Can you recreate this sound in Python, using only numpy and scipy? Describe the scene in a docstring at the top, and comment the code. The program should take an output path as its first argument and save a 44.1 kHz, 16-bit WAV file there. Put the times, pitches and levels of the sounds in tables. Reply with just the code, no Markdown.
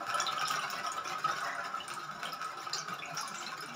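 """A small cement fountain indoors: water falls from bowl to bowl into a basin as the listener backs away.
It opens busy, with thick gurgle, gulps and bright drops crowded into the first 0.6 s. Just after 1.2 s
the gurgle ducks and bursts back; then gurgle and splash sink unevenly and the drops thin out to the end.
Bubbles are short climbing sines, gulps are soft puffs ringing hollow modes, froth is a swarm of bubbles;
the bare walls throw all of the water back over a low rumble of pump and room."""
import sys
import numpy as np
from scipy import signal
from scipy.io import wavfile
from scipy.ndimage import uniform_filter1d

SR = 44100
rng = np.random.default_rng(int(sys.argv[2]) if len(sys.argv) > 2 else 0)


def inscribe(sig):
    """Save sig as 16-bit PCM at rate SR to the path in sys.argv[1].

    A 1-D sig is mono; a 2-D sig holds one channel per row.
    Samples are clipped to [-1, 1] before scaling.
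    """
    pcm = np.round(np.clip(np.atleast_2d(sig).T, -1, 1) * 32767)
    wavfile.write(sys.argv[1], SR, pcm.astype(np.int16))


def attenuation_scalar(level_db):
    """Turn a level in dB into a linear amplitude multiplier (20 dB per decade)."""
    decades = np.asarray(level_db, float) / 20
    return 10 ** decades


N = 165375

# Hollow ring of the bowls. Each row: pitch in Hz, weight in dB ahead of the 1/sqrt(t60) scaling, t60 in seconds.
BOWL_MODES = [(153.1, -19, 0.074), (199, -19, 0.089), (284.2, -22, 0.088), (351.7, -21, 0.14),
              (430.3, -16.5, 0.013), (595.6, -10, 0.078), (699.6, -10, 0.098), (786, -7.5, 0.05),
              (1010, -10, 0.12), (1099, -7, 0.04), (1197, -12.5, 0.032), (1276.7, 2, 0.063),
              (1367, -7.5, 0.049), (1531, -9, 0.055), (1677, -10, 0.025)]
# Colour of basin and microphone. Each row: frequency in Hz, relative gain in dB.
BASIN_COLOUR = [(880, -19.5), (1500, 9.5), (1880, -9.5), (2390, -5), (2610, -5), (2970, -6.5),
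                (3220, -12.5), (4000, -8.5), (4460, -17), (5330, -7), (6310, -19.5), (7100, -12),
                (8080, -32.5), (8920, -22), (13500, -31.5), (14900, -23.5), (15500, -29), (16000, -12.5)]
BUBBLE_CYCLES = 24.2  # length of the bubbles in splash and froth


def evened(x):
    """Scales a sound to an rms of one."""
    return x / np.sqrt(np.mean(x ** 2) + 1e-20)


def read_curve(points, hz):
    """Reads a curve over frequency, with straight lines on a log axis."""
    f, value = np.transpose(points)
    return np.interp(np.log(hz + 1), np.log(f + 1), value)


def fader(curve):
    """Gain over the whole scene from rows of seconds and dB."""
    s, db = np.transpose(curve)
    return attenuation_scalar(np.interp(np.arange(N) / SR, s, db))


def add(mix, s, sound):
    """Lays a sound into the mix at s seconds, cut off at the end."""
    part = mix[round(s * SR):][:len(sound)]
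    part += sound[:len(part)]


def colour_taps():
    """Minimum-phase filter with the colour of basin and microphone."""
    hz = abs(np.fft.fftfreq(4096, 1 / SR))
    log_gain = np.log(attenuation_scalar(np.maximum(read_curve(BASIN_COLOUR, hz), -80)))
    spectrum = np.exp(np.conj(signal.hilbert(log_gain)))
    return np.fft.ifft(spectrum).real[:1024]


def surges():
    """The unevenness of the stream, shared by all that it drives (dB)."""
    clump_db, clump_s = 6.5, 0.02
    swell = evened(uniform_filter1d(rng.standard_normal(N), int(clump_s * SR)))
    return clump_db * np.minimum(swell, 1.3)


def scatter(per_s, spread_db, surge_db):
    """Clicks of random sign that swell with the stream; a few are large."""
    size = attenuation_scalar(spread_db * np.minimum(rng.exponential(1, N), 3.5) + surge_db)
    struck = rng.random(N) < per_s / SR
    return size * struck * rng.choice([-1., 1.], N)


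def bubble(hz, cycles):
    """An air bubble: a swelling and dying sine of a few cycles whose pitch climbs."""
    rise, onset = 0.042, 4.5  # share of the pitch gained over the cycles; larger onset starts harder
    u = np.arange(1200) / SR * hz / max(cycles, 1)  # reaches 1 after the given cycles
    tone = np.sin(2 * np.pi * cycles * (u + rise * u ** 2 / 2))
    swell = (1 - np.exp(-onset * u)) ** 2
    return tone * swell * np.exp(-2.5 * u ** 0.64)


def puff(hz, cycles):
    """A soft push of air: a few cycles under a rounded window."""
    soft = np.hanning(max(int(cycles * SR / hz), 3))
    return soft * np.sin(2 * np.pi * hz * np.arange(len(soft)) / SR) / soft.sum()


def hush():
    """Low rumble of pump and room: shaped noise whose patches of time and pitch swell and sink."""
    # Spectrum of the rumble. Each row: frequency in Hz, relative density in dB per Hz.
    rumble = [(20, -46), (59, -12.5), (157, -1.5), (511, -5), (583, -9), (1000, 2), (1300, -25),
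              (2200, -120)]
    rumble_db, patch_db = -55.5, 9.2  # rms of the whole; rms swing of the patches
    hz = np.fft.rfftfreq(2048, 1 / SR)
    a, b, patches = rng.standard_normal((N // 512 + 5, 1025, 3)).T
    patches = uniform_filter1d(patches, 3, 0)  # across frequency bins
    patches = evened(uniform_filter1d(patches, 5, 1))  # across frames
    z = (a + 1j * b) * attenuation_scalar(read_curve(rumble, hz)[:, None] + patch_db * patches)
    noise = signal.istft(z, nperseg=2048, noverlap=1536)[1][:N]
    return attenuation_scalar(rumble_db) * evened(noise)


def froth():
    """Patches of froth: swarms of tiny bubbles around one size, bursting ever more faintly."""
    # Froth fizzing out after a splash. Each row: start in seconds, starting level in dB, middle pitch in Hz,
    # t60 in seconds.
    patches = [(0.269, -39.5, 3125, 0.2), (0.449, -43, 3490, 0.42), (1.386, -55.5, 5720, 1.2),
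               (1.439, -44, 1730, 1), (2.412, -56, 5550, .3), (2.731, -38.5, 5060, 0.29),
               (3.018, -42.5, 2394, 0.29), (3.166, -44, 5560, 0.63), (3.344, -49, 6560, 0.53)]
    bursts_per_s, width = 900, 0.13  # width is a share of the middle pitch, to either side
    out, t = np.zeros(N), np.arange(SR // 2) / SR
    sizes = np.linspace(-1, 1, 7)
    for s, db, hz, t60 in patches:
        chance, strength = rng.random((2, len(sizes), len(t)))
        clicks = (chance < bursts_per_s / SR / len(sizes)) * np.log(strength + 1e-9)
        swarm = sum(signal.oaconvolve(c, bubble(hz * (1 + width * k), BUBBLE_CYCLES))
                    for c, k in zip(clicks, sizes))
        add(out, s, attenuation_scalar(db - 60 * t / t60) * evened(swarm[:len(t)]))
    return out


def drops():
    """Plinks and ticks that stand out: each a bubble's ring with a slap and a hiss of spray."""
    # Small bubbles. 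Each row: start in seconds, peak of the ring in dB, pitch in Hz, length in cycles.
    plinks = [(0.14, -33, 3030, 13), (0.2015, -33, 3290, 17.4), (0.2663, -24, 3830, 5.9),
              (0.381, -29, 3080, 7.3), (0.409, -34.5, 2930, 20), (0.5097, -28.5, 2940, 6.3),
              (0.595, -33, 2860, 11), (0.8649, -36, 3150, 12), (1.2471, -34.5, 2940, 8.2),
              (1.8018, -35, 2845, 25), (2.2553, -31, 3090, 16), (2.7317, -28, 4130, 16),
              (2.9891, -41, 3360, 26), (3.022, -34.5, 2300, 7.4), (3.4645, -33, 4030, 18),
              (0.2004, -24, 5550, 23), (0.3935, -32, 5410, 13), (0.4519, -32, 5050, 14),
              (0.4755, -28.5, 5370, 11), (0.5571, -31, 5520, 17), (0.6998, -32.5, 5150, 11),
              (0.8644, -32.5, 5380, 16), (1.0779, -29.5, 5930, 7.9), (1.3119, -33, 5630, 9.2),
              (2.3216, -33.5, 4970, 6.9), (2.605, -42.5, 5780, 21), (2.7312, -30.5, 4780, 28),
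              (2.7831, -27.5, 6040, 16), (3.1727, -25.5, 5560, 11), (3.6082, -38, 5020, 28),
              (0.2004, -26.5, 6580, 10.6), (0.4838, -22, 7770, 3.9), (0.7107, -32, 6440, 6.7),
              (0.9178, -35, 6570, 28), (2.7357, -26.5, 7000, 7), (3.057, -40, 6520, 12)]
    # Tiny spray drops. Each row: start in seconds, peak of the ring in dB, pitch in Hz.
    ticks = [(0.1445, -30, 10000), (0.222, -35.5, 8700), (0.48, -31.5, 10540), (0.512, -23.5, 15800),
             (0.594, -38.5, 9040), (0.7021, -27.5, 14500), (0.87, -41, 8850), (0.9194, -35.5, 8350),
             (1.406, -37.5, 8140), (1.5516, -44, 8550), (1.8806, -33, 8530), (1.9383, -33, 8260),
             (2.2536, -39, 8630), (2.332, -37, 12100), (2.4455, -38, 8280), (2.9407, -42, 12900),
             (3.149, -36, 14610), (3.212, -31.5, 10600), (3.2776, -33.5, 9400), (3.6065, -38, 10900),
             (3.6605, -41.5, 8960)]
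    plink_slap_db, tick_slap_db, tick_cycles = -3, 8, 10.2  # slap peak against the ring's peak
    spray_db, spray_s = -24, 0.02  # hiss against the click of the slap, and its decay time
    out, taps, t = np.zeros(N), colour_taps(), np.arange(4000) / SR
    rows = [(*row, plink_slap_db) for row in plinks]
    rows += [(s, db, hz, tick_cycles, tick_slap_db) for s, db, hz in ticks]
    for s, db, hz, cycles, slap_db in rows:
        slap = attenuation_scalar(spray_db) * rng.standard_normal(len(t)) * np.exp(-t / spray_s)
        slap[0] = 1
        slap = signal.fftconvolve(np.diff(slap, prepend=0), taps)
        ring = signal.fftconvolve(bubble(hz, cycles), taps)
        add(out, s, attenuation_scalar(db) * ring / abs(ring).max())
        add(out, s, attenuation_scalar(db + slap_db) * slap / abs(slap).max())
    return out


def splash(surge_db):
    """Splashing: dense small bubbles of every size, a fine fizz and drops slapping the surface."""
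    # Level of the splashing. Each row: time in seconds, rms level in dB.
    splash_level = [(0.0, -45.5), (0.13, -48), (0.33, -45), (0.92, -46), (1.4, -46.5), (1.87, -50),
                    (3.43, -49), (3.75, -50)]
    fizz_db, slaps_db = -7.5, -3.5  # against the bubbles
    pitches = np.geomspace(1700, 15800, 40)
    clicks = scatter(4500, 4, surge_db)  # bubbles per second, spread in dB
    which = np.searchsorted(pitches, rng.uniform(1600, 15800, N))
    bubbles = sum(signal.oaconvolve(clicks * (which == k), bubble(hz, BUBBLE_CYCLES) * np.sqrt(hz))[:N]
                  for k, hz in enumerate(pitches))
    fizz = attenuation_scalar(fizz_db) * rng.standard_normal(N)
    slaps = attenuation_scalar(slaps_db) * evened(scatter(170, 7.5, surge_db))  # slaps per second, spread in dB
    water = evened(bubbles) + fizz + slaps
    return fader(splash_level) * evened(signal.oaconvolve(water, colour_taps())[:N])


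def bowl_rings():
    """The air in the bowls: one dying sine for each hollow mode, slow ones scaled down."""
    t = np.arange(4500) / SR
    return [attenuation_scalar(db - 60 * t / t60) * np.sin(2 * np.pi * hz * t) / np.sqrt(t60) for hz, db, t60 in BOWL_MODES]


def gurgle(surge_db):
    """Small gulps each ring one hollow mode; large ones push all modes, most those near their pitch."""
    # Large gulps of air under the falling jets. Each row: time in seconds (the puff starts lead_s sooner),
    # peak in dB, pitch of the puff in Hz.
    gulps = [(0.146, -26, 1269), (0.288, -30.5, 1320), (0.379, -29.5, 1290), (0.435, -27.5, 1253),
             (0.504, -28.5, 1244), (0.59, -32.5, 1174), (0.859, -28.5, 1243), (0.967, -32, 1218),
             (1.155, -31, 1250), (1.245, -25.5, 1275), (1.262, -53, 355), (1.423, -30.5, 1273),
             (1.446, -36, 1268), (1.588, -31, 1457), (1.743, -34, 1340), (1.97, -33.5, 1348),
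             (2.224, -32, 1310), (2.089, -33, 1325), (2.095, -49, 210.2), (2.25, -46, 1360),
             (2.328, -34, 1265), (2.415, -35.5, 1230), (2.448, -32.5, 1260), (2.671, -39, 1270),
             (2.925, -33.5, 1240), (3.085, -42.5, 743), (3.235, -31.5, 1138), (3.345, -36.5, 1410),
             (3.525, -37.5, 1060), (3.655, -50.5, 232)]
    # Level of the gurgle, modes from 500 Hz up. Each row: time in seconds, rms level in dB.
    gurgle_level = [(0.0, -37), (0.08, -45.5), (0.15, -35.5), (0.2, -41.5), (0.63, -40.5), (0.83, -45),
                    (0.87, -40.5), (0.91, -45), (1.2, -41.5), (1.225, -63), (1.26, -34), (1.37, -44.5),
                    (1.46, -39), (1.67, -42.5), (1.76, -46.5), (3.69, -48), (3.75, -47)]
    # Level of the modes below 500 Hz. Each row: time in seconds, rms level in dB.
    basin_level = [(0, -58), (3.75, -62)]
    small_cycles, big_cycles, lead_s = 4.3, 24, 0.009
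    rings = bowl_rings()
    clicks = scatter(3000, 3, surge_db)  # gulps per second, spread in dB
    which = rng.integers(0, len(rings), N)
    rung = np.array([signal.oaconvolve(clicks * (which == k), np.convolve(ring, puff(hz, small_cycles)))[:N]
                     for k, ((hz, _, _), ring) in enumerate(zip(BOWL_MODES, rings))])
    low = np.array(BOWL_MODES)[:, 0] < 500
    out = fader(gurgle_level) * evened(rung[~low].sum(0))
    out += fader(basin_level) * evened(rung[low].sum(0))
    for s, db, hz in gulps:
        gulp = signal.fftconvolve(puff(hz, big_cycles), sum(rings))
        add(out, s - lead_s, attenuation_scalar(db) * gulp / abs(gulp).max())
    return out


def room(x):
    """Bare walls: a few echoes, then sparse taps dying by band; three tails take turns."""
    # Decay of the room. Each row: frequency in Hz, t60 in seconds.
    decay = [(300, 0.19), (1500, 0.18), (5000, 0.23), (12000, 0.056)]
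    # First wall echoes. Each row: delay in seconds, gain in dB against the direct sound.
    echoes = [(.0042, -22), (.0075, -13), (0.0122, -11.5)]
    tail_db, turn_hz = -4.5, 1.3  # tails together against the direct sound; rate of the turns
    early = np.zeros(2000)
    early[0] = 1
    for s, db in echoes:
        early[round(s * SR)] = attenuation_scalar(db)
    out, t_all = signal.oaconvolve(x, early)[:N], np.arange(N) / SR
    for k in range(3):
        taps = np.zeros(SR // 2)
        at = np.arange(100, SR // 2 - 20, 20)
        taps[at + rng.integers(0, 20, len(at))] = rng.choice([-1., 1.], len(at))
        hz, t, z = signal.stft(taps, SR, nperseg=256)
        dying = z * attenuation_scalar(-60 * t / read_curve(decay, hz)[:, None])
        tail = signal.istft(dying, SR, nperseg=256)[1]
        turn = np.sqrt(2 / 3) * np.cos(2 * np.pi * (turn_hz * t_all + k / 3))
        out += attenuation_scalar(tail_db) * signal.fftconvolve(x * turn, tail / np.linalg.norm(tail))[:N]
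    return out


def scene():
    """The water in its room over the rumble; the surges move the gurgle less than the splash."""
    surge_db = surges()
    water = froth() + drops() + splash(surge_db) + gurgle(0.39 * surge_db)
    return (room(water) + hush())[None]


def top_cut(x):
    """Nothing passes above the cut-off."""
    return signal.sosfilt(signal.butter(12, 16830, fs=SR, output="sos"), x)


def record(dry):
    """Cuts the lows under 52 Hz and limits the band at 15650 Hz."""
    low_cut = signal.butter(2, 52, "high", fs=SR, output="sos")
    band_limit = signal.firwin(1023, 15650, window=("kaiser", 9), fs=SR)[None]
    mix = signal.oaconvolve(signal.sosfilt(low_cut, dry), band_limit, "same")
    return top_cut(mix)


dry = scene()
out = record(dry)
inscribe(out)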